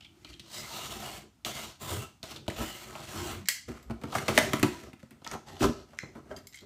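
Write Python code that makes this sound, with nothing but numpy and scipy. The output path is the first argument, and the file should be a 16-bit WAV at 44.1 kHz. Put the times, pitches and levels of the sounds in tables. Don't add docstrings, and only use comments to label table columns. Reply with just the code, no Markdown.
import sys
import numpy as np
from scipy import signal
from scipy.fft import rfft, irfft, next_fast_len
from scipy.io import wavfile
from scipy.ndimage import uniform_filter1d, map_coordinates

SR = 44100
rng = np.random.default_rng(int(sys.argv[2]) if len(sys.argv) > 2 else 0)


def level_to_linear(level):
    exponent = np.asarray(level, float) / 20
    return 10 ** exponent


def waveform_to_disk(signal):
    frames = np.transpose(np.atleast_2d(signal))
    scaled = np.clip(frames, -1, 1) * 32767
    samples = np.round(scaled).astype(np.int16)
    wavfile.write(sys.argv[1], SR, samples)


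N = 293425


def unit(x):
    return x / np.sqrt(np.mean(x ** 2) + 1e-20)


def along(points, hz):
    f, v = np.transpose(points)
    return np.interp(np.log(hz + 1), np.log(f + 1), v)


def wobble(rate_hz):
    knots = rng.standard_normal(int(N * rate_hz / SR) + 4)
    return map_coordinates(knots, [np.arange(N) * rate_hz / SR])


def filtered(x, response):
    m = next_fast_len(len(x) + SR // 2)
    return irfft(rfft(x, m) * response(np.fft.rfftfreq(m, 1 / SR)), m)[:len(x)]


def resonances(modes):
    def response(f):
        total = 0
        for k, (hz, width, db) in enumerate(modes):
            total = total + (-1) ** k * level_to_linear(db) * 1j * f * width / (hz * hz - f * f + 1j * f * width)
        return total
    return response


def burst(noise, t60, rise, colour, spike=0):
    t = np.arange(len(noise)) / SR
    force = noise * level_to_linear(-60 * t / max(t60, .002)) * (1 - np.exp(-t / rise))
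    first_break = spike * (np.arange(len(noise)) == 8)
    y = filtered(force + first_break, colour)
    return y / np.abs(y).max()


# (frequency [Hz], level [dB per Hz])
AIR_SPECTRUM = [(15, -16), (25, -15), (86, 2.5), (306, -4.5), (423, -24), (724, -15), (1080, -19),
                (1310, -16), (1670, -25), (2020, -23.5), (6770, -26.5), (14400, -31.5), (15600, -31)]


def air():
    tone = unit(filtered(rng.standard_normal(N), lambda f: level_to_linear(along(AIR_SPECTRUM, f))))
    hum = level_to_linear(-75.0 + 2.5 * wobble(3.1)) * np.sin(2 * np.pi * 59.9 * np.arange(N) / SR)
    return level_to_linear(-65 + 0.84 * wobble(3.54)) * tone + hum


# (frequency [Hz], t60 [s])
ROOM_DECAY = [(100, 0.3), (500, 0.27), (2000, 0.33), (6000, 0.4), (14000, 0.22)]


def room(x):
    out, hop = np.zeros(N + 2 * SR), SR // 3
    for at in range(0, N, hop):
        hz, t, z = signal.stft(rng.standard_normal(SR // 2), SR, nperseg=256)
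        decay = level_to_linear(-60 * t / along(ROOM_DECAY, hz)[:, None])
        tail = signal.istft(z * decay, SR, nperseg=256)[1]
        wet = signal.fftconvolve(x[at:at + hop], tail / np.linalg.norm(tail))
        out[at + 300:][:len(wet)] += wet
    return out[:N]


def ringing(strikes, rise, blur):
    out, t = np.zeros(N + SR), np.arange(SR // 4) / SR
    for s, hz, db, t60 in strikes:
        steps = rng.standard_normal(len(t) // 50)
        drift = np.interp(t, t[:len(steps)] * 50, np.cumsum(steps))
        wander = blur * np.sqrt(hz / 1000) * drift
        swell = level_to_linear(db - 60 * t / max(t60, .005)) * (1 - np.exp(-t / rise))
        out[round(s * SR):][:len(t)] += swell * np.sin(2 * np.pi * hz * t + wander)
    return out[:N]


# (time [s], frequency [Hz], peak level [dB], t60 [s])
BOARD_PATCHES = [(2.481, 654, -20, 0.028), (3.902, 230, -40, 0.16), (4.126, 1195, -40, 0.17),
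                 (4.151, 722, -23.5, 0.052), (4.152, 1140, -28, .06), (4.17, 110, -29, 0.071),
                 (4.283, 607, -25.5, 0.056), (4.284, 1310, -35, 0.09), (4.288, 371, -28, 0.11),
                 (4.378, 630, -13.5, .07), (4.3775, 2080, -18, 0.025), (4.379, 1300, -26, 0.076),
                 (4.378, 2540, -31, 0.037), (4.381, 240, -27, 0.17), (4.535, 617, -23, 0.04),
                 (4.534, 2090, -25, 0.027), (4.537, 268, -26, 0.048), (4.631, 280, -7.5, 0.031),
                 (4.63, 2550, -29.5, 0.043), (4.642, 350, -28.5, 0.3), (4.645, 994, -35, .14),
                 (5.03, 568, -43.5, 0.054), (5.265, 907, -35, .05), (5.266, 1300, -38.5, 0.061),
                 (5.315, 1340, -41.5, 0.12), (5.35, 810, -40, 0.077), (5.608, 327, -23.5, .1),
                 (5.627, 606, -25, 0.17), (5.635, 110, -28, .15), (5.652, 400, -24, 0.14),
                 (5.693, 239, -23, .08), (6.03, 515, -41.5, 0.045), (6.311, 626, -37.5, 0.18),
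                 (6.313, 393, -38.5, 0.13), (6.312, 1600, -44, 0.1), (5.645, 1000, -38, .14),
                 (4.635, 175, -18, .08), (4.63, 900, -24, .04), (5.62, 820, -26, .06),
                 (5.626, 290, -21, .12), (4.184, 2100, -32, .05), (4.152, 2100, -32, .05),
                 (5.607, 2550, -34, .05), (5.62, 1250, -32, .04), (5.246, 3350, -36, .02),
                 (4.036, 500, -32, .04), (3.684, 450, -38, .05), (5.264, 2150, -38, .03)]


def patches():
    return ringing(BOARD_PATCHES, rise=0.001, blur=0.43)


# (time [s], peak level [dB], frequency [Hz])
SHARP_TICKS = [(2.9532, -33, 2500), (3.4858, -20, 1900), (4.3766, -6.5, 2150), (4.3776, -12, 6000),
               (4.3872, -17, 6000), (5.2455, -38, 7000), (5.2752, -27, 5700), (5.314, -27, 6300),
               (5.9885, -24, 1900), (5.9888, -30, 6300)]


def ticks():
    out, impulse = np.zeros(N + SR), np.arange(SR // 50) == 8
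    for s, db, hz in SHARP_TICKS:
        edge = resonances([(hz, 0.36 * hz, 0)])
        tick = filtered(-1. * impulse, lambda f: edge(f) ** 2)
        out[round(s * SR):][:len(tick)] += level_to_linear(db) * tick / np.abs(tick).max()
    return out[:N]


# (frequency [Hz], width [Hz], level [dB])
PANEL_MODES = [(597, 180, 2), (830, 350, 1.5), (1030, 156, 3), (1313, 124, 2.5), (1610, 140, -9)]
# (frequency [Hz], width [Hz], level [dB])
SHEET_MODES = [(89.5, 34, -5), (137, 37, 1.5), (225, 34, 4), (298, 48, 2), (350, 41, 2.5), (414, 70, -2.5)]


def snaps(events, hz, rise, spike, broad):
    out = np.zeros(N + SR)
    crack_band = resonances([(hz, .7 * hz, 0)])
    sharp = lambda f: crack_band(f) ** 2 + broad * 1j * f / (2500 + 1j * f) / (1 + 1j * f / hz)
    panel = lambda f: resonances(PANEL_MODES)(f) / (1 + 1j * f / 900)
    sheet = lambda f: resonances(SHEET_MODES)(f) / (1 + 1j * f / 450) ** 2
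    for s, crack_db, knock_db, thud_db, t60 in events:
        a, b, c = rng.standard_normal((3, SR // 4))
        hit = level_to_linear(crack_db) * burst(a, t60, rise, sharp, spike)
        hit += level_to_linear(knock_db - 2.0) * burst(b, t60 + 0.019, 3 * rise, panel, 3 + 2.2 * spike)
        hit += level_to_linear(thud_db - 1.5) * burst(c, 1.24 * t60 + 0.021, 4 * rise, sheet, 9 + 4 * spike)
        out[round(s * SR):][:len(hit)] += hit
    return out[:N]


# (time [s], crack [dB], knock [dB], thud [dB], burst t60 [s])
SCUFF_EVENTS = [(.0074, -41.5, -57, -72, 0.025), (.0217, -49.5, -62, -61, 0.094),
                (.0453, -42.5, -64, -70, .05), (.0538, -55, -74, -57, 0.021),
                (.2463, -35.5, -47, -45, 0.025), (.2963, -46, -54, -47, 0.048), (.33, -44, -66, -56, 0.037),
                (.3385, -39.5, -70, -47, 0.014), (2.5622, -36.5, -38, -43, 0.039),
                (4.1225, -39, -28, -40, 0.12), (5.5664, -44, -46, -50, 0.02)]


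def scuffs():
    return snaps(SCUFF_EVENTS, 3150, rise=0.0012, spike=0.38, broad=0.099)


# (time [s], crack [dB], knock [dB], thud [dB], burst t60 [s])
BUCKLE_EVENTS = [(3.6851, -42.5, -41.5, -31, 0.091), (3.8977, -43, -34.5, -27.5, 0.028),
                 (4.151, -24.5, -21.5, -30, 0.061), (4.1834, -25, -38, -29, 0.023),
                 (4.597, -30, -41, -37, 0.016), (5.2644, -32.5, -40, -43, 0.023),
                 (5.3484, -45, -33, -33, 0.042), (5.606, -33.5, -37, -22.5, 0.046),
                 (5.6256, -34, -33, -25, 0.073), (6.0295, -45, -40, -33, 0.023),
                 (5.932, -51, -45, -53, 0.033), (6.152, -51, -42, -36.5, 0.11),
                 (6.3065, -51, -36, -50, 0.15)]


def buckles():
    return snaps(BUCKLE_EVENTS, 1640, rise=0.00079, spike=0.21, broad=0.62)


# (time [s], crack [dB], knock [dB], thud [dB], burst t60 [s])
SPLIT_EVENTS = [(4.35, -33, -73, -74, .04), (4.3765, -17, -73.5, -73, 0.011),
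                (4.5678, -31, -75, -68, 0.013), (4.5947, -28, -64, -73, .03),
                (4.6292, -13, -70.5, -67.5, 0.009), (5.108, -41, -75, -75, 0.0091)]


def splits():
    return snaps(SPLIT_EVENTS, 10400, rise=0.00065, spike=3.5, broad=0.13)


# (time [s], crack [dB], knock [dB], thud [dB], burst t60 [s])
CREASE_EVENTS = [(1.816, -50, -49, -54, .027), (1.9166, -31, -30, -58, .0067),
                 (2.5003, -30.5, -42, -47, 0.044), (2.9534, -44, -32, -61, .026),
                 (3.717, -42.5, -45, -41, 0.048), (3.9065, -38, -33, -28.5, 0.057),
                 (4.0142, -45.5, -46, -54, 0.068), (4.0357, -35.5, -31, -27, 0.038),
                 (4.0534, -44, -55, -38, 0.019), (4.2812, -18.5, -19, -24, 0.092),
                 (4.377, -8, -13, -22.5, 0.03), (4.3864, -14, -24, -47, 0.02),
                 (4.5331, -15, -19.5, -18.5, 0.026), (4.6289, -13, -20, -14, 0.04),
                 (4.9314, -42, -46.5, -37.5, 0.039), (4.9945, -55, -70.5, -54, 0.019),
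                 (5.0295, -46, -52.5, -38, 0.014), (5.108, -49, -53, -44.5, 0.1),
                 (5.3138, -31, -41, -44, 0.038)]


def creases():
    return snaps(CREASE_EVENTS, 2080, rise=0.00026, spike=1.2, broad=1.0)


# (time [s], crack [dB], knock [dB], thud [dB], burst t60 [s])
CATCH_EVENTS = [(.3957, -35.5, -68, -46.5, 0.038), (.4614, -51, -63, -56, 0.023),
                (1.4486, -21, -49, -48, 0.012), (2.2295, -29.5, -68, -58, 0.017),
                (2.3612, -32, -50, -42, 0.065), (2.4799, -23, -34, -49, 0.0099),
                (5.218, -57, -47.5, -46, .029), (5.246, -39, -46, -49, 0.024), (5.2748, -36, -39, -59, .02)]


def catches():
    return snaps(CATCH_EVENTS, 3450, rise=0.00029, spike=2.06, broad=0.42)


# (frequency [Hz], level [dB], t60 [s])
STEEL_MODES = [(2160, 1.5, 0.076), (3150, 0, 0.068), (4820, -1, 0.055), (6430, -0.5, .04), (7450, -3, 0.06),
               (9330, -7, 0.037), (10500, -8, .05), (11700, -16.5, 0.082), (14300, -9.5, .045)]
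# (time [s], peak level [dB], favoured frequency [Hz])
BLADE_CHINKS = [(3.4865, -28, 7800), (6.3125, -53, 3150), (6.3635, -41, 4900), (6.3705, -46, 9500),
                (6.385, -51, 5500), (6.4705, -45, 8500), (6.471, -56, 2160), (6.545, -45.5, 2160),
                (6.5565, -45, 9340), (6.573, -51, 3150), (6.5875, -51, 3150)]


def steel():
    strikes = []
    for s, db, near_hz in BLADE_CHINKS:
        for hz, level, t60 in STEEL_MODES:
            loss_db = 22.5 * abs(np.log(hz / near_hz))
            strikes.append((s, hz, db + level - loss_db, t60))
    return ringing(strikes, rise=0.00035, blur=0.25)


# (time [s], peak level [dB], top over peak [dB], burst t60 [s], contact pitch
# [Hz])
SLIDER_CLICKS = [(3.4567, -41.5, -25, 0.028, 1910), (3.474, -42.5, -25, 0.034, 1980),
                 (3.486, -16, 12, 0.023, 2030), (3.8272, -47, -8, 0.012, 7630),
                 (5.9879, -33, -35, 0.005, 1980), (6.313, -69, -25, 0.013, 3230),
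                 (6.3645, -42.5, -17, 0.012, 5700), (6.384, -47, -8, .01, 7500),
                 (6.4705, -35.5, 0, 0.012, 7450), (6.5327, -46, -19, 0.012, 2150),
                 (6.5433, -45, -19, 0.016, 2140), (6.573, -47, -16.5, 0.0073, 3250),
                 (6.6065, -47, -24, 0.0089, 4060),
                 (6.3685, -47, 6, 0.011, 9100), (6.5255, -50, -12, 0.014, 2300),
                  (6.5565, -48, -6, .012, 7600), (6.5725, -53, -8.5, .008, 6300),
                  (6.588, -43.5, -8, .01, 3250), (6.611, -50, -15, .008, 3250)]
# (frequency [Hz], width [Hz], level [dB])
HANDLE_MODES = [(2013, 170, -1), (3280, 140, -4.5), (3900, 440, -4), (4930, 480, -8.5), (7600, 160, -5),
                (9100, 410, -19), (12160, 840, 0)]
# (frequency [Hz], level [dB per Hz])
CLACK_SPECTRUM = [(700, -52), (1800, -15), (2060, 2), (2450, -11), (5600, -4), (7400, -4), (9000, -21),
                  (11700, -22), (19800, -120)]


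def slider():
    out = np.zeros(N + SR)
    clack = lambda f: level_to_linear(along(CLACK_SPECTRUM, f))
    top = lambda f: (1j * f / (7000 + 1j * f)) ** 3
    for s, db, top_db, t60, pitch_hz in SLIDER_CLICKS:
        a, b, c = rng.standard_normal((3, SR // 4))
        modes = [(hz, width, level - 14 * abs(np.log(hz / pitch_hz))) for hz, width, level in HANDLE_MODES]
        clack_db = -7 * abs(np.log(pitch_hz / HANDLE_MODES[0][0]))
        ring_db = -9 - 0.16 * top_db
        click = level_to_linear(clack_db) * burst(a, t60, 0.00028, clack, spike=1.58)
        click += level_to_linear(top_db) * burst(b, 1.3 * t60, 0.0023, top, spike=5.5)
        click += level_to_linear(ring_db) * burst(c, 2.7 * t60, 0.001, resonances(modes), spike=3.0)
        out[round(s * SR):][:len(click)] += level_to_linear(db + 3) * click
    return out[:N]


# (middle time [s], frequency [Hz], level [dB], length [s])
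NARROW_TONES = [(.022, 3000, -64, .04), (.057, 3000, -62, 0.016), (.058, 2360, -58, 0.017),
                (0.272, 2420, -59, .05), (.3, 4600, -58, 0.022), (.34, 3200, -60, 0.043),
                (.48, 4020, -64, .06), (0.573, 5030, -49, 0.076), (.57, 3900, -52, 0.066),
                (.62, 2086, -52, .12), (0.78, 3900, -53, 0.15), (0.811, 2830, -52, .18), (0.8, 1300, -54, 0.2),
                (0.717, 900, -54, 0.053), (1.054, 760, -57, 0.29), (1.57, 2120, -49, 0.11),
                (1.592, 1340, -56.5, 0.13), (1.61, 2850, -54, .1), (1.482, 680, -54, 0.069),
                (1.863, 1030, -50, .1), (2.023, 2730, -52.5, 0.073), (2.04, 1300, -51.5, 0.05),
                (1.96, 88, -40, 0.082), (3.379, 97.4, -47, 0.083), (.3, 335, -64, 0.56), (.35, 60, -61, 0.16),
                (2.68, 2950, -52.5, 0.22), (3.25, 326, -49.5, 0.19), (3.27, 806, -54, 0.17),
                (3.42, 192, -52, 0.095), (3.72, 71.4, -51.5, .12), (3.92, 60, -49.5, .12),
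                (4.72, 967, -50, 0.1), (5.34, 2640, -60, 0.032), (5.52, 128, -53, 0.048),
                (5.52, 813, -56, 0.13), (3.545, 2030, -51, .11), (6.03, 2060, -60, .075),
                (6.025, 4100, -59, .06), (6.64, 381, -57, 0.032), (.065, 3220, -57, 0.012)]


def singing():
    out, t = np.zeros(N + 2 * SR), np.arange(-SR // 4, SR // 4) / SR
    for s, hz, db, length in NARROW_TONES:
        body = resonances([(hz, 0.073 * hz + 15, 0)])
        tone = unit(filtered(rng.standard_normal(len(t)), lambda f: body(f) ** 2))
        out[round(s * SR):][:len(t)] += level_to_linear(db) * np.exp(-(2 * t / length) ** 4) * tone
    return out[SR // 4:][:N]


def curves(tables, colours, hum_db, hum_share):
    t = np.arange(N) / SR
    levels_db, centre_hz = np.full((4, N), -120.), np.full(N, 3000.)
    for rows, (start_hz, end_hz, hiss_db) in zip(tables, colours):
        s, level, weight = np.transpose(rows)
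        inside = (t >= s[0]) & (t <= s[-1])
        force = np.interp(t[inside], s, level)
        load = np.interp(t[inside], s, weight)
        hiss = force + hiss_db + 0.41 * np.minimum(force + 46, 0)
        hum = force + hum_db + hum_share * load
        glide = np.interp(t[inside], s[[0, -1]], [start_hz, end_hz])
        centre_hz[inside] = np.where(force > levels_db[0, inside], glide, centre_hz[inside])
        levels_db[:, inside] = np.maximum(levels_db[:, inside], [force, hiss, hum, force + load])
    return *uniform_filter1d(level_to_linear(levels_db), size=200, axis=1), centre_hz


def fibres(spread_db, clump_db, clump_rate):
    uneven_db = spread_db * np.minimum(rng.exponential(size=N), 5)
    clumps_db = clump_db * np.clip(wobble(clump_rate), -2, 2)
    return unit(level_to_linear(uneven_db + clumps_db) * rng.standard_normal(N))


def shifting(x, centre_hz, lift_db, width, patchy_db):
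    hz, t, z = signal.stft(x, SR, nperseg=512)
    field = uniform_filter1d(rng.standard_normal(z.shape), size=3, axis=0)
    field = unit(uniform_filter1d(field, size=14, axis=1))
    centre = np.interp(t * SR, np.arange(N), centre_hz)
    band = np.exp(-(np.log((hz[:, None] + 1) / centre) / width) ** 2)
    return signal.istft(z * level_to_linear(lift_db * band + patchy_db * field), SR, nperseg=512)[1][:N]


# (frequency [Hz], level [dB per Hz])
RASP_SPECTRUM = [(760, -82), (1300, -0.5), (1830, -2), (2110, -2.5), (2500, -2), (2830, 1.5), (9000, -16),
                 (11700, -2.5), (19800, -120)]
# (frequency [Hz], level [dB per Hz])
HISS_SPECTRUM = [(4120, -54.5), (7000, 5), (7770, 1.5), (10400, -0.5), (11900, -3), (13200, 4), (14700, 3),
                 (15600, -0.5)]
# (frequency [Hz], width [Hz], level [dB])
BLADE_MODES = [(2055, 310, 1), (2850, 89, -11.5), (3550, 550, -14), (4390, 530, 3.5), (6020, 1300, 9),
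               (7840, 350, 8.5)]
# (frequency [Hz], width [Hz], level [dB])
BOARD_MODES = [(635, 164, 2.5), (859, 197, 0.5), (1002, 140, 2), (1296, 83, 4.5), (1514, 420, -6.5)]


def friction(levels, base, jerk_db, lift_db):
    rasp, hiss, hum, rumble, centre_hz = levels
    jerk = level_to_linear(jerk_db * wobble(45))
    tear = fibres(spread_db=2.5, clump_db=1.6, clump_rate=280)
    tear = shifting(tear, centre_hz, lift_db, width=0.51, patchy_db=1.8)

    def blade(f):
        power = sum(np.abs(resonances([mode])(f)) ** 2 for mode in BLADE_MODES)
        return level_to_linear(along(RASP_SPECTRUM, f)) * np.sqrt(0.25 + power)

    def panels(f):
        return resonances(BOARD_MODES)(f) / (1 + (f / 1700) ** 4) / (1 + (420 / (f + 1)) ** 4)

    sound = rasp * unit(filtered(tear, blade))
    sound += hiss * unit(filtered(tear, lambda f: level_to_linear(along(HISS_SPECTRUM, f))))
    sound += hum * unit(filtered(jerk * tear, panels))
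    shove = level_to_linear(0.49 * wobble(24)) * fibres(spread_db=2.5, clump_db=2.5, clump_rate=76)
    sound += rumble * unit(filtered(shove, lambda f: resonances(base)(f) / (1 + (f / 680) ** 4)))
    return jerk * sound


# (peak time [s], rustle [dB], weight [dB], rise [s], fall [s])
PALM_RUBS = [(.31, -60, -18, 0.35, 0.22), (3.683, -54.5, 6.5, 0.0069, 0.34), (5.0, -64.5, -10, .012, 0.2),
             (5.2, -79.5, 15, 0.24, .1), (5.33, -53, 5.5, .2, 0.094), (5.936, -64, 6.5, 0.26, 0.12),
             (5.98, -61, 3, 0.034, 0.049), (6.07, -74, 17, .3, 0.27), (6.164, -62, 12, 0.085, 0.11),
             (6.284, -78, 23.5, 0.48, 0.056), (6.329, -63, 15, 0.19, 0.26), (6.37, -58.5, 11, 0.034, 0.1),
             (6.545, -53, -41, 0.028, 0.12), (6.629, -72.5, 20.5, 0.052, 0.058)]


def brushes():
    return [[(s - abs(rise), db - 36, load), (s, db, load), (s + abs(fall), db - 36, load)]
            for s, db, load, rise, fall in PALM_RUBS]


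# (time [s], rustle [dB], weight [dB])
FOLD_GESTURES = [
    [(3.85, -79, 20), (4.0, -74, 19), (4.1, -58, 11), (4.292, -49.5, 6.5), (4.372, -40, 5.5),
     (4.496, -47.5, 6.5), (4.8, -55.5, 2.5), (4.878, -61.5, 9.5), (5.0, -97, 13)],
    [(5.44, -92, 27), (5.468, -59, 7), (5.588, -57, 6.5), (5.602, -46, -4), (5.624, -37, 7),
     (5.688, -50, 20), (5.744, -63.5, 14), (5.828, -67, 15), (5.86, -76, 18.5)],
    [(4.11, -58, 0), (4.148, -47, 0), (4.156, -41.5, -6), (4.19, -47.5, -4), (4.25, -65, 0)],
]
# (band at start [Hz], band at end [Hz], hiss over rustle [dB])
GESTURE_COLOURS = [(3000, 2200, -5.5), (3050, 3700, -7), (3580, 2700, 0)]
# (frequency [Hz], width [Hz], level [dB])
LIFTED_SHEET_MODES = [(58.7, 15, 2), (88, 43, 2.5), (149, 31, 1), (223.4, 36, 1.5), (303, 68, -2),
                      (387.6, 37, 2), (678, 170, -5)]


def hands():
    colours = GESTURE_COLOURS + [(1930, 2460, -5)] * len(PALM_RUBS)
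    levels = curves(FOLD_GESTURES + brushes(), colours, hum_db=-3, hum_share=0.51)
    return friction(levels, LIFTED_SHEET_MODES, jerk_db=2.0, lift_db=7.5)


# (time [s], tearing [dB], downward weight [dB])
FIRST_PULLS = [
    [(.43, -67, 0), (.514, -51.5, -10), (.576, -40, -8.5), (.644, -48.5, -2.5), (.768, -43, -4.5),
     (.95, -47, -1), (1.166, -46.5, -1.5), (1.22, -57, 5), (1.3, -89, 30)],
    [(1.452, -38, -1), (1.488, -43, -1), (1.526, -44.5, -6), (1.57, -42.5, -2), (1.692, -50, 0.5),
     (1.775, -68, -10)],
    [(1.79, -67, -8), (1.816, -45, 1.5), (1.936, -42.5, 5), (2.018, -50, 0), (2.03, -48.5, 5.5),
     (2.108, -68.5, 7), (2.2, -85, 0)],
]
# (time [s], tearing [dB], downward weight [dB])
LAST_PULLS = [
    [(2.232, -47.5, 4), (2.26, -51, -3), (2.32, -46, -2), (2.37, -54, 4), (2.454, -86.5, 34),
     (2.47, -53, 3)],
    [(2.484, -36.5, 14), (2.495, -58, 19.5), (2.548, -51.5, -5), (2.618, -41, 11), (2.658, -46, -2),
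     (2.84, -49.5, -4), (2.914, -52.5, 13)],
    [(2.914, -53, 7.5), (3.086, -49, -3), (3.17, -43, 4), (3.28, -41.5, 2), (3.334, -46, 2),
     (3.396, -54, 9), (3.45, -67, 4)],
]
# (strongest band at start [Hz], at end [Hz], hiss over tearing [dB])
PULL_COLOURS = [(3800, 2570, -3), (3260, 3260, -4), (3130, 2550, 1), (3150, 2700, -6.5), (3000, 2570, -2),
                (2950, 2580, -4)]
# (frequency [Hz], width [Hz], level [dB])
COUNTER_MODES = [(57, 8.2, 3), (94, 33, 1.5), (139.5, 13.2, 5.5), (214.3, 28.6, 1), (345, 50, 5),
                 (391, 185, -3)]


def cutting():
    levels = curves(FIRST_PULLS + LAST_PULLS, PULL_COLOURS, hum_db=-1.5, hum_share=0.44)
    return level_to_linear(-3.0) * friction(levels, COUNTER_MODES, jerk_db=1.32, lift_db=8.5)


def scene():
    rub = cutting() + hands() + singing()
    hits = catches() + creases() + scuffs() + buckles() + splits() + patches() + ticks()
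    click = slider()
    chinks = steel()
    sent = level_to_linear(-14.5) * chinks + level_to_linear(-9.5) * rub + level_to_linear(-7.5) * hits + level_to_linear(-5.5) * click
    return (rub + hits + click + chinks + room(sent) + air())[None]


def top_cut(x):
    return signal.sosfilt(signal.butter(12, 16410, fs=SR, output="sos"), x)


# (frequency [Hz], level [dB])
MICROPHONE_RESPONSE = [(20, -15), (55, 0.5), (9500, 1), (10450, -5), (11300, -1.5), (15250, -2),
                       (15500, -17), (16500, -37.5)]


def record(dry):
    mix = filtered(dry[0], lambda f: level_to_linear(along(MICROPHONE_RESPONSE, f)))[None]
    return top_cut(mix)


dry = scene()
out = record(dry)
waveform_to_disk(out)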